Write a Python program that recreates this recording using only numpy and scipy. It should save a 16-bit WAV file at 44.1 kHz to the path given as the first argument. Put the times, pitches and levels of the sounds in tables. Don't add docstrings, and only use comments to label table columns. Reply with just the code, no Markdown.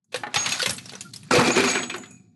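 import sys
import numpy as np
from scipy import signal
from scipy.fft import rfft, irfft
from scipy.io import wavfile
from scipy.ndimage import uniform_filter1d, minimum_filter1d

SR = 44100
rng = np.random.default_rng(int(sys.argv[2]) if len(sys.argv) > 2 else 0)


def persist_wave(psi):
    counts = np.round(np.clip(psi, -1, 1) * 32767).astype(np.int16)
    wavfile.write(sys.argv[1], SR, np.atleast_2d(counts).T)


N = 103723

# (time [s], level [dB])
HUM = [(0, -90), (.12, -61), (.38, -51), (1.3, -45.5), (1.5, -47), (2.2, -49.5), (2.35, -60)]
# (frequency [Hz], density [dB per Hz])
HUM_COLOUR = [(24, -79), (40, -54), (103, 2.5), (141, 1), (190, 2.5), (318, -12), (380, -18.5), (700, -42),
              (910, -63), (1540, -120)]

# (time [s], ping [dB], thud [dB], low-mid [dB], high-mid [dB],
# treble [dB], ping pitch [Hz], build-up [s])
KNOCKS = [(0.042, -58.5, -86, -89.5, -100.5, -71, 6660, 0.003),
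          (0.118, -39, -48, -49, -41.5, -49, 4240, 0.017), (0.143, -13.5, -33, -30, -25, -35, 503, 0.0013),
          (0.159, -20.5, -35.5, -43, -34, -33.5, 1810, 0.0024),
          (0.235, -33, -44, -27, -41.5, -70, 3960, 0.0024),
          (0.268, -35, -36, -34, -48, -56.5, 4070, 0.0013),
          (0.342, -23, -29.5, -28.5, -23, -27, 3530, 0.0013),
          (0.359, -9.5, -26.5, -23.5, -13, -27.5, 3595, 0.0016),
          (0.443, -31, -56, -35, -32.5, -52, 6470, 0.0023),
          (0.46, -18, -40.5, -23, -19, -31.5, 3560, 0.0013), (0.49, -20, -48, -43, -22, -31, 6540, 0.0021),
          (0.52, -31, -48, -35.5, -19, -29, 3600, 0.0025), (0.595, -21, -38, -37, -25, -30, 2550, 0.0012),
          (0.601, -11, -55, -57, -24, -38, 1465, 0.0017), (0.618, -8, -47, -33, -28, -29.5, 4580, 0.00049),
          (0.626, -16, -46, -28.5, -20.5, -27, 510, 0.0035),
          (0.659, -15, -26, -26.5, -20.5, -23.5, 2080, 0.0023),
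          (0.694, -12.5, -33, -39, -26, -24, 5480, 0.0013), (0.705, -19, -78, -32, -37, -28, 9940, 0.003),
          (0.73, -20.5, -64, -56, -51, -39, 9900, 0.0025), (0.764, -26.5, -52, -61, -67, -42, 8090, 0.003),
          (0.781, -23.5, -65, -42, -33.5, -40.5, 4260, 0.0024),
          (0.855, -25, -51, -51, -45.5, -43, 5600, 0.0044), (0.885, -35, -60, -50, -49, -51, 5200, 0.0027),
          (0.893, -26.5, -55, -50, -35.5, -48, 4500, 0.002), (0.92, -34, -50, -48, -55, -45.5, 1480, 0.002),
          (0.932, -35, -42.5, -41, -41, -49, 500, 0.0036),
          (0.952, -23.5, -42.5, -43.5, -41, -45.5, 6000, 0.0025),
          (1.008, -21, -56, -51, -36, -33.5, 6860, 0.00044),
          (1.133, -23, -64, -53, -41.5, -38, 4340, 0.0076),
          (1.16, -21.5, -58, -56.5, -43.5, -38.5, 5250, 0.0017),
          (1.231, -38, -74, -57, -50.5, -55, 9500, 0.0017), (1.309, 1, -17.5, -13, -20, -27, 1365, 0.0045),
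          (1.35, -3.5, -9.5, -24.5, -13, -22.5, 2582, 0.009), (1.389, -7, -12, -10, -19.5, -24, 427, 0.017),
          (1.41, -2, -8.5, -11, -17.5, -24, 1311, 0.008), (1.474, -20, -26, -36, -21.5, -31, 2360, 0.0062),
          (1.503, -9.5, -23.5, -25.5, -32, -37.5, 2445, 0.0024),
          (1.556, -14.5, -25, -31, -22, -32, 2554, 0.012), (1.575, -8, -18, -19.5, -19, -26.5, 2460, 0.003),
          (1.604, -6.5, -31.5, -15.5, -14, -23, 2380, 0.0036),
          (1.638, -19.5, -27, -23, -28, -32.5, 488, 0.0022),
          (1.674, -20.5, -34.5, -23.5, -26, -35.5, 2380, 0.0045),
          (1.698, -12, -34, -36.5, -24.5, -31.5, 4520, 0.0046),
          (1.752, -13, -44, -22.5, -24, -37.5, 1680, 0.0015),
          (1.831, -20.5, -33, -37.5, -26.5, -45.5, 3180, 0.00069),
          (1.896, -26, -45, -30, -27.5, -46.5, 2400, 0.0058),
          (1.94, -20.5, -45.5, -28.5, -31.5, -47.5, 1520, 0.0015),
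          (1.96, -28, -41, -42, -63, -40, 2410, 0.0034), (1.98, -26.5, -46, -45, -64, -50, 6940, 0.003),
          (2.033, -31, -65, -43, -42, -75, 2043, 0.0055), (2.057, -37, -66, -49, -55, -57, 3460, 0.0017),
          (2.107, -37, -55.5, -67, -74, -46.5, 6870, 0.003)]
KNOCK_BANDS_HZ = [500, 1330, 3500, 8000]
# (frequency [Hz], t60 [s])
KNOCK_T60_S = [(300, 0.059), (1300, 0.097), (4000, 0.078), (10000, 0.055)]
# (frequency [Hz], t60 [s])
ROOM_T60_S = [(300, 0.26), (1300, 0.28), (4000, 0.23), (10000, 0.25)]
# (frequency [Hz], t60 [s])
PING_T60_S = [(500, 0.084), (1500, 0.051), (5000, 0.034), (10000, 0.061)]
CRACK_DB, CRACK_T60_S = 0, 0.0078
ROOM_DB = -10
ROOM_FILL_S = 0.06
PEAK_WIDTH_HZ, PEAK_SPREAD_DB = 65, 3.5
PING_WANDER_S, PING_WANDER_HZ = 3e-5, 250

# (time [s], cup boom [dB], clatter [dB], jingle [dB])
JOSTLE = [
    [(0.11, -83, -99, -81), (0.178, -50.5, -94, -81), (0.286, -43.5, -56, -88), (0.31, -53, -50.5, -62),
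     (0.402, -50, -36.5, -39.5), (0.516, -39, -35.5, -33), (0.572, -53, -34.5, -33.5),
     (0.708, -55, -62, -50), (0.98, -55, -63, -53.5), (1.138, -58.5, -77, -60), (1.304, -71, -54.5, -57)],
    [(1.312, -35, -25.5, -22.5), (1.364, -44, -20, -26), (1.48, -19.5, -26, -28.5), (1.518, -29, -34, -35),
     (1.606, -19, -22, -31), (1.682, -30.5, -30.5, -29.5), (1.792, -34, -28, -41.5), (1.912, -43, -60, -67),
     (2.03, -49.5, -55.5, -75), (2.182, -63, -71, -73), (2.3, -69, -86.5, -85.5)],
]
# (frequency [Hz], relative level in the boom [dB], t60 [s])
CUP = [(247.9, 14, 0.12), (341.6, 5.5, 0.17), (389.2, -2, 0.21), (491.7, -9, 0.14), (716, -7.5, 0.092),
       (726, 2.5, 0.13)]
# (frequency [Hz], density [dB per Hz])
CLATTER = [(350, -42.5), (600, -3.5), (1010, -5), (1330, 1), (1680, -4), (2450, -2.5), (2980, -17.5),
           (4000, -7), (5200, -26.5), (8800, -120)]
# (frequency [Hz], density [dB per Hz])
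JINGLE = [(1760, -30), (3000, -20), (4260, 5.5), (5630, -2), (6850, -0.5), (10600, -15.5), (11800, -21.5),
          (15300, -46.5), (22000, -120)]
CONTACTS_PER_S, CONTACT_SPREAD_DB = 7000, 2.8
CLATTER_CYCLES, JINGLE_CYCLES = 33, 27
HEAP_HZ, HEAP_T60_S = [2324, 2380, 2445, 2530], 0.18
HEAP_DB = -2

# (time [s], relative level [dB])
THUMPS = [(0.155, -33.5), (0.361, -26.5), (0.467, -33), (0.667, -27.5), (0.699, -30), (1.049, -52),
          (1.311, -18.5), (1.378, -14), (1.579, -24), (1.789, -47), (2.119, -42)]
THUMP_LOW_HZ, THUMP_HIGH_HZ, THUMP_T60_S, THUMP_RISE_S = 71, 226, 0.31, 0.003

# (time [s], level [dB])
TAPS = [(.235, -26.5), (.268, -32), (.36, -27)]
# (frequency [Hz], level against the tap [dB], t60 [s])
WOOD = [(835, 2.5, 0.13), (1510, -3, .06), (1780, 2, .06), (2030, -12, 0.11)]

# (time [s], frequency [Hz], level [dB], swell [s], t60 [s], faster decay from [s])
NAILS = [(.362, 6584, -24, 0.032, 0.47, 0.44), (.49, 6630, -23.5, 0.043, 0.4, 0.49),
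         (1.041, 1384, -32, .03, 0.096, 1), (1.5, 6630, -33, 0.014, .3, 2), (1.51, 7100, -34, .01, 0.41, 2),
         (1.52, 6700, -31, 0.023, 0.37, 2.3), (1.64, 6640, -31, .04, 1.9, 1.77),
         (1.71, 7900, -35, .005, 0.66, 2.2), (1.71, 7860, -39, .005, 0.79, 2.17),
         (1.76, 6700, -51, .02, 0.65, 2.5), (1.78, 6910, -44.5, .02, 0.8, 2.32),
         (1.809, 6630, -37.5, .01, 0.5, 2.24), (1.9, 2397, -40, 0.0041, 0.3, 1.92),
         (1.97, 6770, -53.5, 0.018, 1.9, 2.153), (1.981, 7000, -54, .005, 1.14, 2.155),
         (2.101, 2487, -62.5, 0.017, 0.9, 2.17)]
NAIL_WAVER_DB, NAIL_WAVER_RAD, NAIL_WAVER_HZ = 4, 0.74, 38
FULL_WAVER_FROM_S, EARLY_WAVER_SHARE = .75, .25
FASTER_T60_S = 0.35

# (time [s], then the levels of its four lowest modes [dB])
BLOWS = [(1.308, -12, -23, -24, -21), (1.331, -34, -16.5, -39, -11), (1.364, -27, -19, -25, -10),
         (1.388, -14.5, -16, -28, -15), (1.412, -7, -28, -28, -19.5), (1.48, -21, -29, -35, -21),
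         (1.566, -13, -32, -12.5, -24), (1.599, -16.5, -41.5, -16.5, -21.5),
         (1.688, -34.5, -42, -34.5, -26.5), (1.752, -23.5, -34, -22.5, -53), (1.91, -37, -34.5, -41, -61),
         (1.941, -44, -31, -49, -65), (2.001, -36, -56, -43, -69)]
BLOW_S = 0.0064
CUP_WAVER_RAD, CUP_WAVER_HZ = 1.38, 13.8

LOW_CUT_HZ, CUTOFF_HZ = 97, 11450
LIMIT_DB, RELEASE_DB_PER_S, LIMIT_WINDOW_S = -6.3, 250, .002


def from_db(db):
    return 10 ** (np.asarray(db) / 20)


def rms_one(x):
    return x / np.sqrt(np.mean(x ** 2) + 1e-20)


def in_time(rows):
    s, *columns = np.transpose(rows)
    return [np.interp(np.arange(N) / SR, s, column) for column in columns]


def at_hz(points, hz):
    table = np.array(points)
    return np.interp(np.log(hz), np.log(table[:, 0]), table[:, 1])


def band_pass(x, order, low, high):
    return signal.sosfilt(signal.butter(order, [low, high], "band", fs=SR, output="sos"), x)


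def drift(corner_hz):
    r = np.exp(-2 * np.pi * corner_hz / SR)
    noise = rng.standard_normal(N + SR)
    return rms_one(signal.lfilter([1], [1, -2 * r, r * r], noise)[SR:])


def dying(clicks, t60):
    return signal.lfilter([1], [1, -from_db(-60 / (t60 * SR))], clicks + 1e-18)


def ring(clicks, hz, t60):
    r, w = from_db(-60 / (t60 * SR)), 2 * np.pi * hz / SR
    return signal.lfilter([0, np.sin(w)], [1, -2 * r * np.cos(w), r * r], clicks + 1e-18)


def pushes(s, gains, lengths):
    out = np.zeros(N + SR)
    for start, gain, length in zip(s, gains, lengths):
        bump = np.hanning(int(np.clip(length, 0, .03) * SR) + 3)[1:-1]
        first = int(start * SR)
        out[first:first + len(bump)] += gain * bump / bump.sum()
    return out[:N]


def hum():
    hz = np.maximum(np.fft.rfftfreq(N, 1 / SR), 1)
    colour = from_db(at_hz([(10, -52)] + list(HUM_COLOUR) + [(2000, -60)], hz))
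    noise = irfft(rfft(rng.standard_normal(N)) * colour, N)
    return from_db(in_time(HUM)[0]) * rms_one(noise)


def resonant_noise():
    spectrum = rfft(rng.standard_normal(N))
    width = max(int(PEAK_WIDTH_HZ * N / SR), 1)
    peaks = uniform_filter1d(uniform_filter1d(rng.standard_normal(len(spectrum)), width), width)
    return irfft(spectrum * from_db(PEAK_SPREAD_DB * rms_one(peaks)), N)


def changing_noise(s):
    colours = np.array([resonant_noise() for _ in range(5)])
    blow = np.searchsorted(s * SR, np.arange(N))
    return colours[blow % len(colours), np.arange(N)]


def struck(s, hz, db, length, t60, wander):
    height = dying(pushes([s], [from_db(db)], [length]), t60)
    return height * np.sin(2 * np.pi * hz * (np.arange(N) / SR - s + wander))


def knocks():
    rows, out = np.array(KNOCKS), np.zeros(N)
    wander = PING_WANDER_S * drift(PING_WANDER_HZ)
    edges = 400 * 2 ** np.arange(0, 5.1, .5)
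    noises = [changing_noise(rows[:, 0]), changing_noise(rows[:, 0])]
    for k, (low, high) in enumerate(zip(edges, edges[1:])):
        hz = np.sqrt(low * high)
        level_db = np.array([np.interp(np.log(hz), np.log(KNOCK_BANDS_HZ), row[2:6]) for row in rows])
        power = pushes(rows[:, 0], from_db(2 * level_db), rows[:, 7])
        crack = from_db(2 * CRACK_DB) * dying(power, CRACK_T60_S / 2)
        burst = dying(power, at_hz(KNOCK_T60_S, hz) / 2)
        tail = dying(power, at_hz(ROOM_T60_S, hz) / 2) - dying(power, ROOM_FILL_S)
        total = crack + burst + from_db(2 * ROOM_DB) * tail
        noise = rms_one(band_pass(noises[k % 2], 2, low, high))
        out += np.sqrt(np.maximum(total, 0) / 2) * noise
    for s, ping_db, *_, hz, build_up in rows:
        out += struck(s, hz, ping_db, build_up, at_hz(PING_T60_S, hz), wander) / 2
    return out


def contacts():
    sizes = from_db(CONTACT_SPREAD_DB * np.minimum(rng.exponential(1, N), 5))
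    signs = rng.choice([-1, 1], N)
    return sizes * signs * (rng.random(N) < CONTACTS_PER_S / SR)


def grains(spectrum, cycles, count):
    clicks, dealt = contacts(), rng.integers(0, count, N)
    pitches = np.geomspace(spectrum[0][0], spectrum[-1][0], count)
    weights = from_db(at_hz(spectrum, pitches)) * np.sqrt(pitches)
    out = np.zeros(N)
    for k, (hz, weight) in enumerate(zip(pitches, weights)):
        out += weight * ring(clicks * (dealt == k), hz, cycles / hz) * np.sqrt(hz)
    return out


def jostle():
    curves = [(0.017, -120, -120, -120)] + list(JOSTLE[0]) + list(JOSTLE[1])
    boom_db, clatter_db, jingle_db = in_time(curves)
    boom = rms_one(sum(from_db(db) * ring(contacts(), hz, t60) for hz, db, t60 in CUP))
    heap = rms_one(sum(ring(contacts(), hz, HEAP_T60_S) for hz in HEAP_HZ))
    heap_gain = from_db(HEAP_DB + (clatter_db + jingle_db) / 2)
    cup_down = np.arange(N) > BLOWS[0][0] * SR
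    clatter = rms_one(grains(CLATTER, CLATTER_CYCLES, count=28))
    jingle = rms_one(grains(JINGLE, JINGLE_CYCLES, count=28))
    return (from_db(boom_db) * boom + heap_gain * heap * cup_down
            + from_db(clatter_db) * clatter + from_db(jingle_db) * jingle)


def thumps():
    s, db = np.transpose(THUMPS)
    noise = band_pass(rng.standard_normal(N), 3, THUMP_LOW_HZ, THUMP_HIGH_HZ)
    bumps = pushes(s, from_db(db), np.full(len(s), THUMP_RISE_S))
    return rms_one(noise) * dying(bumps, THUMP_T60_S) / 2


def wood():
    s, db = np.transpose(TAPS)
    clicks = np.zeros(N)
    clicks[(s * SR).astype(int)] = from_db(db)
    return sum(from_db(level_db) * ring(clicks, hz, t60) for hz, level_db, t60 in WOOD)


def nails():
    t, out = np.arange(N) / SR, np.zeros(N)
    for s, hz, db, swell, t60, faster_from in NAILS:
        age = np.maximum(t - s, 0)
        waver = 1 if s > FULL_WAVER_FROM_S else EARLY_WAVER_SHARE
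        own_loss = np.maximum(age - swell, 0) / t60
        added_loss = np.maximum(t - faster_from, 0) / FASTER_T60_S
        level_db = db - 60 * (own_loss + added_loss) + waver * NAIL_WAVER_DB * drift(NAIL_WAVER_HZ)
        rise = np.sin(np.pi / 2 * np.minimum(age / max(swell, .001), 1)) ** 2
        phase = 2 * np.pi * hz * age + waver * NAIL_WAVER_RAD * drift(NAIL_WAVER_HZ)
        out += rise * from_db(level_db) * np.sqrt(2) * np.sin(phase)
    return out


def cup():
    s, *levels = np.transpose(BLOWS)
    out = np.zeros(N)
    for (hz, _, t60), db in zip(CUP, levels):
        height = dying(pushes(s, from_db(db), np.full(len(s), BLOW_S)), t60)
        bend = CUP_WAVER_RAD * drift(CUP_WAVER_HZ)
        out += height * np.sin(2 * np.pi * hz * np.arange(N) / SR + bend)
    return out


def scene():
    return (hum() + knocks() + jostle() + thumps() + wood() + nails() + cup())[None]


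def record(dry):
    x = signal.sosfilt(signal.butter(4, LOW_CUT_HZ, "high", fs=SR, output="sos"), dry)
    slope = RELEASE_DB_PER_S * np.arange(N) / SR
    level_db = 20 * np.log10(np.abs(x) + 1e-9)
    held_db = np.maximum.accumulate(level_db + slope, axis=1) - slope
    over_db = np.maximum(held_db - LIMIT_DB, 0)
    span = int(LIMIT_WINDOW_S * SR)
    gain_db = uniform_filter1d(minimum_filter1d(-over_db, span), span)
    x = x * from_db(gain_db)
    return signal.sosfilt(signal.ellip(10, 1, 90, CUTOFF_HZ, fs=SR, output="sos"), x)


dry = scene()
out = record(dry)
persist_wave(out)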